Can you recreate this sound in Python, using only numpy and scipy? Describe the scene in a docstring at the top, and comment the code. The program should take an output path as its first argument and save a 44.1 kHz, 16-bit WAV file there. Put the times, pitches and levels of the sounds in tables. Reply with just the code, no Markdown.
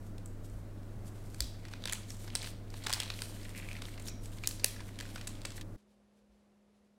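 """A thin plastic sleeve crackles as a phone is slid out of it above a desk in a small room.
Creases buckle and ring the film's modes in sharp snaps, wrinkles pop as it bends, and stick-slip friction
makes it hiss and judder. Soft bumps set the desk or the hollow sleeve into damped vibration.
Hum and rumble lie underneath. Just after the crackling stops they drop abruptly to a much quieter
background with a thin tone, over which fingertips faintly brush the bare phone."""
import sys
import numpy as np
from scipy import signal
from scipy.fft import rfft, irfft, next_fast_len
from scipy.io import wavfile
from scipy.ndimage import uniform_filter1d

SR = 44100
rng = np.random.default_rng(int(sys.argv[2]) if len(sys.argv) > 2 else 0)


def file_out(sig):
    """Save sig as 16-bit WAV at sys.argv[1]."""
    # one column per channel
    cols = np.atleast_2d(sig).T
    # limit, then scale
    lim = np.clip(cols, -1, 1)
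    pcm = np.round(lim * 32767).astype(np.int16)
    wavfile.write(sys.argv[1], SR, pcm)


N = 307801
TIME = np.arange(N) / SR
HANDLING_END_S, DROP_S = 5.63, 5.763
SNAP_WINDOW_S = .005  # a snap's level states its energy spread over this time


def undb(db):
    """Amplitude ratio of a level in decibels."""
    return 10 ** (np.asarray(db) / 20)


def unit(x):
    """Normalisation to an rms of 1."""
    return x / np.sqrt(np.mean(x ** 2) + 1e-20)


def add(track, sound, start_s):
    """Superposition: a sound joins the track at start_s."""
    i = max(int(start_s * SR), 0)
    track[i:i + len(sound)] += sound[:max(N - i, 0)]


def until(end_s):
    """A gate whose gain ramps from 1 to 0 in about 5 ms."""
    return np.clip((end_s - TIME) / 0.0051 + .5, 0, 1)


def walk(rate):
    """Slow random modulation: smoothed steps, rate per second, with an rms of 1."""
    hold = max(int(SR / rate), 1)
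    steps = np.repeat(rng.standard_normal(N // hold + 1), hold)[:N]
    return unit(uniform_filter1d(uniform_filter1d(steps, hold), hold))


def strokes(rows):
    """Amplitude envelope of sliding motion: one Gaussian swell for each stroke."""
    return sum(undb(db) * np.exp(-((TIME - peak_s) / spread_s) ** 2) for peak_s, spread_s, db in rows)


def grains(size, rate, spread_db):
    """Shot noise: random impulses, rate per second, most small and a few large."""
    out = np.zeros(size)
    count = max(int(rate * size / SR), 1)
    where, height, sign = rng.random((count, 3)).T
    level_db = spread_db * np.minimum(-np.log(1 - height), np.pi)
    out[(where * size).astype(int)] = np.sign(sign - .5) * undb(level_db)
    return out


def colour(x, outline):
    """Minimum-phase filter, from the folded cepstrum of an outline of (frequency_hz, gain_db)."""
    size = next_fast_len(len(x) + 8192, True)
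    hz, db = np.transpose(outline)
    gain = undb(np.interp(np.log(np.fft.rfftfreq(size, 1 / SR) + 1), np.log(hz), db))
    cepstrum = irfft(np.log(gain), size)
    cepstrum[1:size // 2] *= 2
    cepstrum[size // 2:] = 0
    return irfft(rfft(x, size) * np.exp(rfft(cepstrum)), size)[:len(x)]


def resonate(x, hz, width_hz):
    """Two resonators in cascade give one resonance with steep skirts; rms 1."""
    band = signal.iirpeak(min(hz, .45 * SR), hz / (1.5 * width_hz), fs=SR)
    return unit(signal.lfilter(*band, signal.lfilter(*band, x)))


def hum_and_air(tones, spectrum, air_db):
    """Tones waver in amplitude and phase over gently swelling coloured noise."""
    out = undb(air_db + .5 * walk(rate=6)) * unit(colour(rng.standard_normal(N), spectrum))
    for hz, db, waver in tones:
        phasor = (1 + waver * (walk(rate=4.5) + 1j * walk(rate=4.6))) / np.sqrt(1 + 2 * waver ** 2)
        phase = 2 * np.pi * (hz * TIME + rng.random())
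        out += np.sqrt(2) * undb(db) * np.abs(phasor) * np.sin(phase + np.angle(phasor))
    return out


def background():
    """The noise floor: a rapid crossfade takes hum and rumble down to faint noise and a thin tone."""
    # room tones before and after the drop: pitch_hz, level_db, waver_ratio
    hum = [(22, -48.5, 0.1498), (101, -48, 0.074), (119, -64, 0.72), (180.6, -64.5, 0.5),
           (205.6, -66.5, 0.93), (305.7, -67.5, .5)]
    quiet_hum = [(206, -69, .03), (243, -85.5, 0.28), (370, -84, .3)]
    # room noise spectra before and after the drop: frequency_hz, gain_db
    air = [(15, -3.5), (28, 2), (55, -3), (85, -6.5), (140, -8), (230, -5), (320, -7.5), (420, -14),
           (600, -14.5), (850, -23), (1500, -26), (3000, -38.5), (9000, -40.5), (16000, -46)]
    quiet_air = [(18, -20), (32, -11), (50, 6.5), (80, -1), (150, -2), (280, -4), (500, 1.5), (800, -7.5),
                 (1400, -14), (4000, -21), (11500, -28.5), (14000, -41)]
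    loud = hum_and_air(hum, air, air_db=-50.5)
    quiet = hum_and_air(quiet_hum, quiet_air, air_db=-72.5)
    gate = until(DROP_S)
    return gate * loud + (1 - gate) * quiet


def room(x, wall_s=0.0155, wall_db=-13, scatter_s=0.0032, build_s=0.0072, split_hz=6500):
    """Reverberation: a near wall's scattered reflection and a short tail whose treble dies first."""
    t = np.arange(SR * 2 // 3) / SR
    noise = rng.standard_normal(len(t))
    dull = signal.sosfiltfilt(signal.butter(2, split_hz, fs=SR, output="sos"), noise)
    wall = rng.standard_normal(len(t)) * (t > wall_s) * np.exp(-np.abs(t - wall_s) / scatter_s)
    response = undb(wall_db) * wall / np.linalg.norm(wall)
    for band, db, t60_s in ((dull, -8, 0.49), (noise - dull, -10.5, 0.36)):
        fade = np.exp(-np.log(1000) * t / t60_s) * (1 - np.exp(-t / build_s))
        response += undb(db) * band * fade / np.linalg.norm(fade)
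    return signal.fftconvolve(x, response)[:N]


def fingers():
    """Friction noise: fingertips brush the bare phone in soft, uneven strokes."""
    # fingertip strokes: peak_s, spread_s, level_db
    brushes = [(5.8, 0.024, -74), (5.92, 0.039, -81), (6.18, .04, -82), (6.369, .06, -84.5),
               (6.76, 0.036, -85), (6.86, 0.026, -86)]
    # spectrum of skin on glass: frequency_hz, gain_db
    skin = [(800, -7), (4000, -2.5), (11000, -9), (14000, -19)]
    grip_db = 2 * walk(rate=90)
    return strokes(brushes) * undb(grip_db) * unit(colour(rng.standard_normal(N), skin))


def bumps(rise_cycles=.3):
    """Damped oscillation: soft contacts set the desk or the hollow of the sleeve swinging."""
    # soft thumps: start_s, level_db, pitch_hz, t60_s
    thumps = [(0.512, -37.5, 45, 0.8), (0.962, -28, 103, 0.05), (1.407, -25, 54, 0.18),
              (2.919, -39, 42.7, .4), (4.13, -40, 32.4, 0.53), (4.644, -42, 540, .04),
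              (6.29, -59.5, 54.8, .35)]
    out, t = np.zeros(N), np.arange(SR // 2) / SR
    for start_s, db, hz, t60_s in thumps:
        swell = (1 - np.exp(-t * hz / rise_cycles)) ** 2 * np.exp(-np.log(1000) * t / t60_s)
        add(out, undb(db) * swell * np.sin(2 * np.pi * hz * t), start_s)
    return out


def film_radiation(x, cutoff_hz=340):
    """A light sheet radiates bass poorly, so it acts as a high-pass filter."""
    return signal.sosfilt(signal.butter(4, cutoff_hz, "highpass", fs=SR, output="sos"), x)


def effort(time_s):
    """The bending drive on the sleeve at time_s, in dB."""
    # how hard the hands bend the film: time_s, effort_db
    bends = [(0, -81), (1.0, -71), (1.58, -66.5), (1.69, -60.5), (1.83, -62.5), (1.92, -59), (2.02, -62),
             (2.19, -68.5), (2.27, -60), (2.47, -57.5), (2.62, -74), (2.74, -60), (3.0, -48.5),
             (3.1, -57.5), (3.55, -59.5), (4.05, -59), (4.18, -76), (4.3, -62), (4.96, -63), (5.03, -59),
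             (5.38, -61.5), (5.62, -63)]
    return np.interp(time_s, *np.transpose(bends))


def rustle(bend_db=-2, slide_db=-1.5, creep_db=-6):
    """Bending buckles tiny wrinkles; sliding over glass and skin makes a hiss of stick-slip ticks."""
    # wrinkle resonances: pitch_hz, width_hz, level_db
    wrinkles = [(784, 470, 1.5), (1644, 680, -2.5), (2120, 440, 0.5), (2970, 750, -0.5), (3900, 820, 0.5),
                (4610, 1200, -5.5)]
    # strokes of the sliding film: peak_s, spread_s, level_db
    slides = [(.06, 0.053, -67.5), (.455, 0.013, -59), (.55, 0.088, -69), (1.075, 0.018, -59),
              (1.32, 0.23, -64), (2.12, 0.041, -56.5), (2.23, 0.052, -56), (2.47, 0.044, -50.5),
              (2.775, 0.042, -57.5), (3.21, 0.11, -53.5), (3.46, 0.16, -60.5), (3.578, 0.015, -49.5),
              (3.71, 0.075, -59), (3.895, 0.045, -56), (4.072, 0.022, -48), (4.245, 0.026, -52.5),
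              (4.35, 0.048, -60.5), (4.5, 0.077, -55.5), (4.68, 0.022, -53.5), (4.87, 0.046, -60),
              (5.12, 0.094, -57), (5.57, 0.017, -52.5)]
    # spectrum of the sliding hiss: frequency_hz, gain_db
    hiss_spectrum = [(1000, -28), (3000, 0), (4600, -0.5), (6400, 1), (8700, 3.5), (11000, -1.5),
                     (13500, -2), (16000, -13)]
    bending = undb(effort(TIME))
    sliding = np.hypot(strokes(slides), undb(creep_db) * bending)  # bent film also creeps in the grip
    grip_db = 1.8 * walk(rate=110)
    # small, high wrinkles pop more often than large ones
    crackle = unit(sum(undb(db) * resonate(grains(N, rate=.13 * hz, spread_db=4), hz, width_hz)
                       for hz, width_hz, db in wrinkles))
    ticks = unit(grains(N, rate=12000, spread_db=6))
    catches = unit(grains(N, rate=150, spread_db=3))
    hiss = unit(colour(ticks + .48 * catches, hiss_spectrum))
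    return (crackle * bending * undb(bend_db) + hiss * sliding * undb(slide_db)) * undb(grip_db)


def rubs():
    """Uneven stick-slip pulses drive the resonance of a stretched panel, swelling and dying away."""
    # film juddering on glass or fingers: peak_s, rise_s, fall_s, level_db, pitch_hz, width_hz
    judders = [(1.89, 0.03, .05, -60, 790, 700), (1.886, 0.016, .025, -60, 2700, 1000),
               (2.426, 0.027, .035, -52, 2300, 803), (2.9, 0.026, 0.071, -51, 2750, 1100),
               (3.02, 0.022, 0.046, -46, 2750, 890), (2.408, 0.0065, 0.05, -46, 4200, 1500),
               (2.43, 0.027, 0.044, -55, 570, 420), (2.1, 0.018, 0.09, -61, 7300, 1100),
               (2.895, 0.03, 0.051, -48, 980, 650), (3.23, 0.066, 0.09, -59, 9100, 640),
               (3.039, 0.074, 0.095, -57, 1000, 900), (3.6, 0.051, 0.052, -53.5, 2300, 700),
               (3.55, .08, .08, -63, 2100, 600), (3.73, .06, 0.047, -59, 2400, 540),
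               (4.078, .014, 0.018, -52, 6900, 700), (4.462, 0.02, 0.02, -54.5, 4070, 700),
               (5.179, 0.02, 0.018, -65, 1450, 450), (4.8, .02, .026, -60, 1650, 450)]
    out, t = np.zeros(N), np.arange(-SR // 4, SR // 2) / SR
    for peak_s, rise_s, fall_s, db, hz, width_hz in judders:
        judder = resonate(grains(len(t), rate=700, spread_db=8), hz, width_hz)
        swell = np.exp(-np.where(t < 0, (t / rise_s) ** 2, t / fall_s))
        add(out, undb(db) * judder * swell, peak_s + t[0])
    return out


def taut_panels():
    """Directional radiation: taut panels facing away from the listener ring briefly into the room."""
    # pings of snapping panels: start_s, level_db, pitch_hz, width_hz
    pings = [(1.405, -35.5, 4220, 850), (2.103, -45, 7600, 1300), (2.9353, -38.5, 4600, 1100),
             (4.084, -43.5, 5680, 350), (4.0837, -45, 4020, 501.4), (4.0834, -49, 2300, 300),
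             (4.4733, -38, 9100, 1100), (4.6442, -41, 1560, 800)]
    out, flick = np.zeros(N), signal.unit_impulse(1024)
    for start_s, db, hz, width_hz in pings:
        ping = resonate(flick, hz, width_hz) * np.sqrt(SNAP_WINDOW_S * SR / len(flick))
        add(out, undb(db) * ping, start_s)
    return out


def ring(modes, buckle_ms, slip=0.38, detune=0.029):
    """Modal response: a jump and a fading run of smaller slips excite each damped mode; rms 1."""
    size = 512
    t = np.arange(size) / SR
    hz, width_hz, db = np.transpose(modes)[:, :, None]
    push = slip * rng.standard_normal((len(hz), size)) * np.exp(-t * 1000 / (0.39 + 1.3 * buckle_ms))
    push[:, 0] = rng.choice([-1, 1], len(hz))
    tuned_hz = hz * (1 + detune * rng.standard_normal(hz.shape))
    decay = np.exp(-np.pi * width_hz * t) * np.sin(2 * np.pi * tuned_hz * t)
    jf = 1j * np.fft.rfftfreq(2 * size, 1 / SR)
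    radiation = (jf / (jf + 0.37 * hz)) ** 3  # a small sheet radiates little below its resonance
    swing = irfft(rfft(push, 2 * size) * rfft(decay, 2 * size) * radiation)[:, :size]
    return unit(np.sum(undb(db) * swing / swing.std(axis=1, keepdims=True), axis=0))


def all_around(snap, blur_hz=2200, lowest_hz=600):
    """Averaging over all directions blurs a snap's peaks and notches into a smooth power spectrum."""
    spectrum, hz = rfft(snap, 2 * len(snap)), np.fft.rfftfreq(2 * len(snap), 1 / SR)
    power = np.abs(uniform_filter1d(np.abs(spectrum) ** 2, max(int(blur_hz / hz[1]), 1)))
    bass_cut = hz ** 2 / (hz ** 2 + lowest_hz ** 2)
    return irfft(np.sqrt(power) * np.exp(1j * np.angle(spectrum)) * bass_cut)


def faint_creases(most_per_s=8, busy_db=-61, median_hz=2400, spread_octaves=0.78,
                  facet_db=-2.5, buckle_ms=2.6, own_db=-1.5):
    """A random point process: harder bending buckles small creases more often and more loudly."""
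    candidates = 400
    when, luck = rng.random((candidates, 2)).T
    strength, pitch = rng.standard_normal((candidates, 2)).T
    start_s = when * HANDLING_END_S
    per_s = most_per_s * np.minimum(undb(effort(start_s) - busy_db), 1)
    level_db = effort(start_s) + 6 + 0.5 * strength
    own_hz = np.minimum(median_hz * 2 ** (spread_octaves * pitch), SR / 4)
    chosen = np.flatnonzero(luck < per_s * HANDLING_END_S / candidates)
    return [(start_s[i], level_db[i], facet_db, buckle_ms, own_hz[i], own_db) for i in chosen]


def snaps(middle_crease_hz=2980, forceful_db=-31, hard_db=-26, aimed_db=-35):
    """Snap-through buckling of creases rings the film; returns the direct sound and the room's share."""
    # loud creases: start_s, level_db, facet_db, buckle_ms, own_hz, own_db
    # facet_db is relative to the middle modes; own_db, the crease's own ring, to all the film's modes
    creases = [(.1819, -54.5, 4, 0.76, 3670, -9), (.2593, -49, 18, 1.6, 7200, -10),
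               (.4985, -61, 9, 2.5, 8000, -6), (1.3451, -49, 3, 1.2, 1700, -6),
               (1.4051, -28, 6, 0.68, 4500, 1.5), (1.6523, -48, -11, 1.7, 1830, -2),
               (1.683, -51, -11, 3, 1900, -7), (1.7363, -42.5, -21, 1.1, 1600, -5),
               (1.8223, -54, -14, 1, 3640, -3), (1.839, -41.5, -9, 0.76, 3845, 4),
               (1.8554, -34, -6, 0.98, 4100, -7), (1.8748, -38, -4, 2.3, 3400, 0),
               (1.883, -43, -3, 1, 2000, -1), (1.8962, -36.5, 7, 1.2, 3120, 4.5),
               (1.9239, -32.5, 10, 3.9, 1850, -4), (1.933, -32, 2, 0.26, 7100, -1),
               (1.954, -45.5, -6, 1.4, 3470, 12), (2.1036, -42.5, 2.5, 2.7, 5540, -1),
               (2.2772, -47, -18, 4.7, 1540, -5), (2.302, -48.5, -14, 1.2, 3130, 1),
               (2.3527, -28, -8, 0.63, 8500, -0.5), (2.3573, -34, 7, 1.2, 3925, 3),
               (2.4274, -43, 3, 1, 1983, -5), (2.4432, -41.5, -13, 3.1, 3970, -4),
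               (2.4731, -44, -8, 0.44, 2310, -6), (2.703, -54.5, 9.5, 1, 5170, 1),
               (2.7404, -46, -12, 2.1, 840, -1.5), (2.838, -44.5, 4, 6, 4350, 1),
               (2.8642, -35.5, -6, 4.1, 3770, 2), (2.8678, -31, -5, 1.6, 1390, -7),
               (2.883, -45, -3, 1.8, 4300, 0), (2.8953, -37, -4, 2.3, 3700, -4),
               (2.9032, -35, 1, 1.4, 990, 1), (2.917, -43, -6, 0.8, 4800, 1),
               (2.9279, -29.5, 0.5, 0.52, 3720, -3), (2.9353, -27.5, 1, 1.3, 5000, 1.5),
               (2.943, -38, 3, 0.9, 5000, -1), (3.0017, -30, 0, 1.2, 3350, -3.5),
               (3.017, -46.5, 0, 2, 2960, -2), (3.0324, -39.5, 6, 1.8, 3940, 1),
               (3.059, -48, -3, 1, 3300, 1), (3.0779, -48, -12, 0.91, 3890, 4),
               (3.1021, -34.5, -20, 1.2, 3930, -3), (3.1383, -46, -10, 1, 3940, 3),
               (3.1897, -43.5, -5.5, 1.5, 2590, 1), (3.2198, -35.5, 1.5, 0.82, 2500, -8),
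               (3.4521, -49, -14, 2.9, 1945, 14), (3.493, -50.5, 4, 0.7, 2160, -8),
               (3.5494, -47.5, -8.5, 1.5, 2160, 12), (3.6282, -50, -7, 3, 2160, 16),
               (3.646, -53, 1, 2.26, 2230, 8), (3.6875, -42.5, 2, 2, 2280, 12),
               (3.7137, -43.5, -12, 0.61, 2460, 15), (3.7304, -48.5, 2, 0.7, 2400, -2),
               (3.7524, -47, -13, 1.4, 2150, 9), (3.766, -46.5, -16, 2.4, 2274, 3),
               (3.82, -41.5, -7, 1.3, 2430, -6.5), (3.8535, -45, -19, 1.1, 3200, 5),
               (3.885, -49.5, -12, 1.2, 2100, 11), (3.9769, -48.5, -10, 4, 1915, 0.5),
               (3.9975, -49, 5, 2.7, 2296, -4.5), (4.0228, -52.5, 11, 1.5, 7900, -1),
               (4.0672, -48.5, 0, 4, 3926, -0.5), (4.0834, -40.5, -8.5, 1.6, 5636, 4),
               (4.2577, -49.5, -2, 1.3, 7800, -2), (4.3845, -51.5, -3.5, 1.3, 3510, -1),
               (4.437, -39.5, -4, 1.1, 2255, 6.5), (4.4435, -43.5, -9.5, 1.2, 2300, 2.5),
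               (4.4733, -25.5, 7, 0.72, 5500, -3), (4.5107, -43, -3, 0.97, 4580, -0.5),
               (4.5961, -45.5, -3, 3.3, 4600, -1.5), (4.636, -44.5, -16, 3.1, 2496, 3.5),
               (4.6442, -20.5, 3, 0.57, 2750, -11.5), (4.7626, -48.5, -15, 1.7, 1800, 0),
               (4.8045, -45.5, -7, 3.4, 925, -4), (4.89, -52, -12, 1.63, 1800, 7),
               (4.9886, -42.5, -3, 1.6, 2850, -2), (5.0013, -41.5, -8, 2.4, 3080, -3),
               (5.0092, -40.5, 2, 0.57, 1800, -3.5), (5.053, -50, -12, 1.5, 1500, 3),
               (5.1585, -41, -6, 2.8, 1440, -1.5), (5.18, -49, -10, 3, 1410, -3),
               (5.2119, -44.5, -7, 2, 1610, -8), (5.272, -40, 0, 1.4, 7850, -1),
               (5.275, -39, 4, 2.2, 7650, -3), (5.4174, -50, 4, 1.4, 4000, 0),
               (5.4511, -39, -14, 0.29, 1620, -7), (5.4535, -37, -13, 1.7, 7900, -2),
               (5.505, -48.5, -3, 0.79, 7400, -4), (5.5195, -51, 0, 1.2, 5600, -5),
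               (5.5778, -46.5, -3, 3, 1930, 2), (5.6113, -44.5, 0, 2.5, 3360, -0.5)]
    # film modes, from whole panels to small facets: pitch_hz, width_hz, level_db
    panel_modes = [(475, 270, -6.5), (960, 250, -9.5), (1700, 238, -3.5), (2330, 660, -1)]
    middle_modes = [(3105, 870, -5.5), (3700, 620, -1.5), (4520, 440, 2), (5530, 920, 0)]
    facet_modes = [(7360, 1100, 4.5), (8510, 1040, 5.5), (10080, 700, -2.5), (12070, 3300, -2),
                   (13400, 920, -14)]
    direct, spilled = np.zeros(N), np.zeros(N)
    for start_s, level_db, facet_db, buckle_ms, own_hz, own_db in [*creases, *faint_creases()]:
        panel_db = -1.5 - np.log2(own_hz / middle_crease_hz)  # small, high creases shake panels less
        panel_db -= 4.5 * (level_db > forceful_db)  # a forceful snap ends before the panels can follow
        # the hardest snaps are also the quickest and reach the highest modes
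        db_per_octave = max(1.2 * (level_db + facet_db - hard_db), -6)
        facets = [(hz, width_hz, db + db_per_octave * np.log2(hz)) for hz, width_hz, db in facet_modes]
        families = ((panel_modes, panel_db), (middle_modes, 0), (facets, facet_db))
        film = unit(sum(undb(db) * ring(modes, buckle_ms) for modes, db in families))
        crease = ring([(own_hz, 300 + own_hz / 20, 0)], buckle_ms, detune=0)
        snap = unit(film + undb(own_db) * crease) * np.sqrt(SNAP_WINDOW_S * SR / len(film))
        # the loudest snaps face the listener, so the room gets a smaller share of them
        room_db = level_db - 0.23 * max(level_db - aimed_db, 0)
        add(direct, undb(level_db) * snap, start_s)
        add(spilled, undb(room_db) * all_around(snap), start_s)
    return direct, spilled


def scene():
    """Superposition of the sleeve's direct and reverberant sound, bumps, fingertips and background."""
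    floor = background()
    direct, spilled = snaps()
    friction = rustle() + rubs()
    reverberation = room(spilled + taut_panels() + undb(-5.5) * friction)
    sleeve = until(HANDLING_END_S) * film_radiation(direct + friction + reverberation)
    return (sleeve + bumps() + fingers() + floor)[None]


def record(dry):
    """Band limiting: a steep low-pass filter removes the treble above 15.8 kHz."""
    return signal.sosfilt(signal.ellip(10, .2, 80, 15800, fs=SR, output="sos"), dry)


dry = scene()
out = record(dry)
file_out(out)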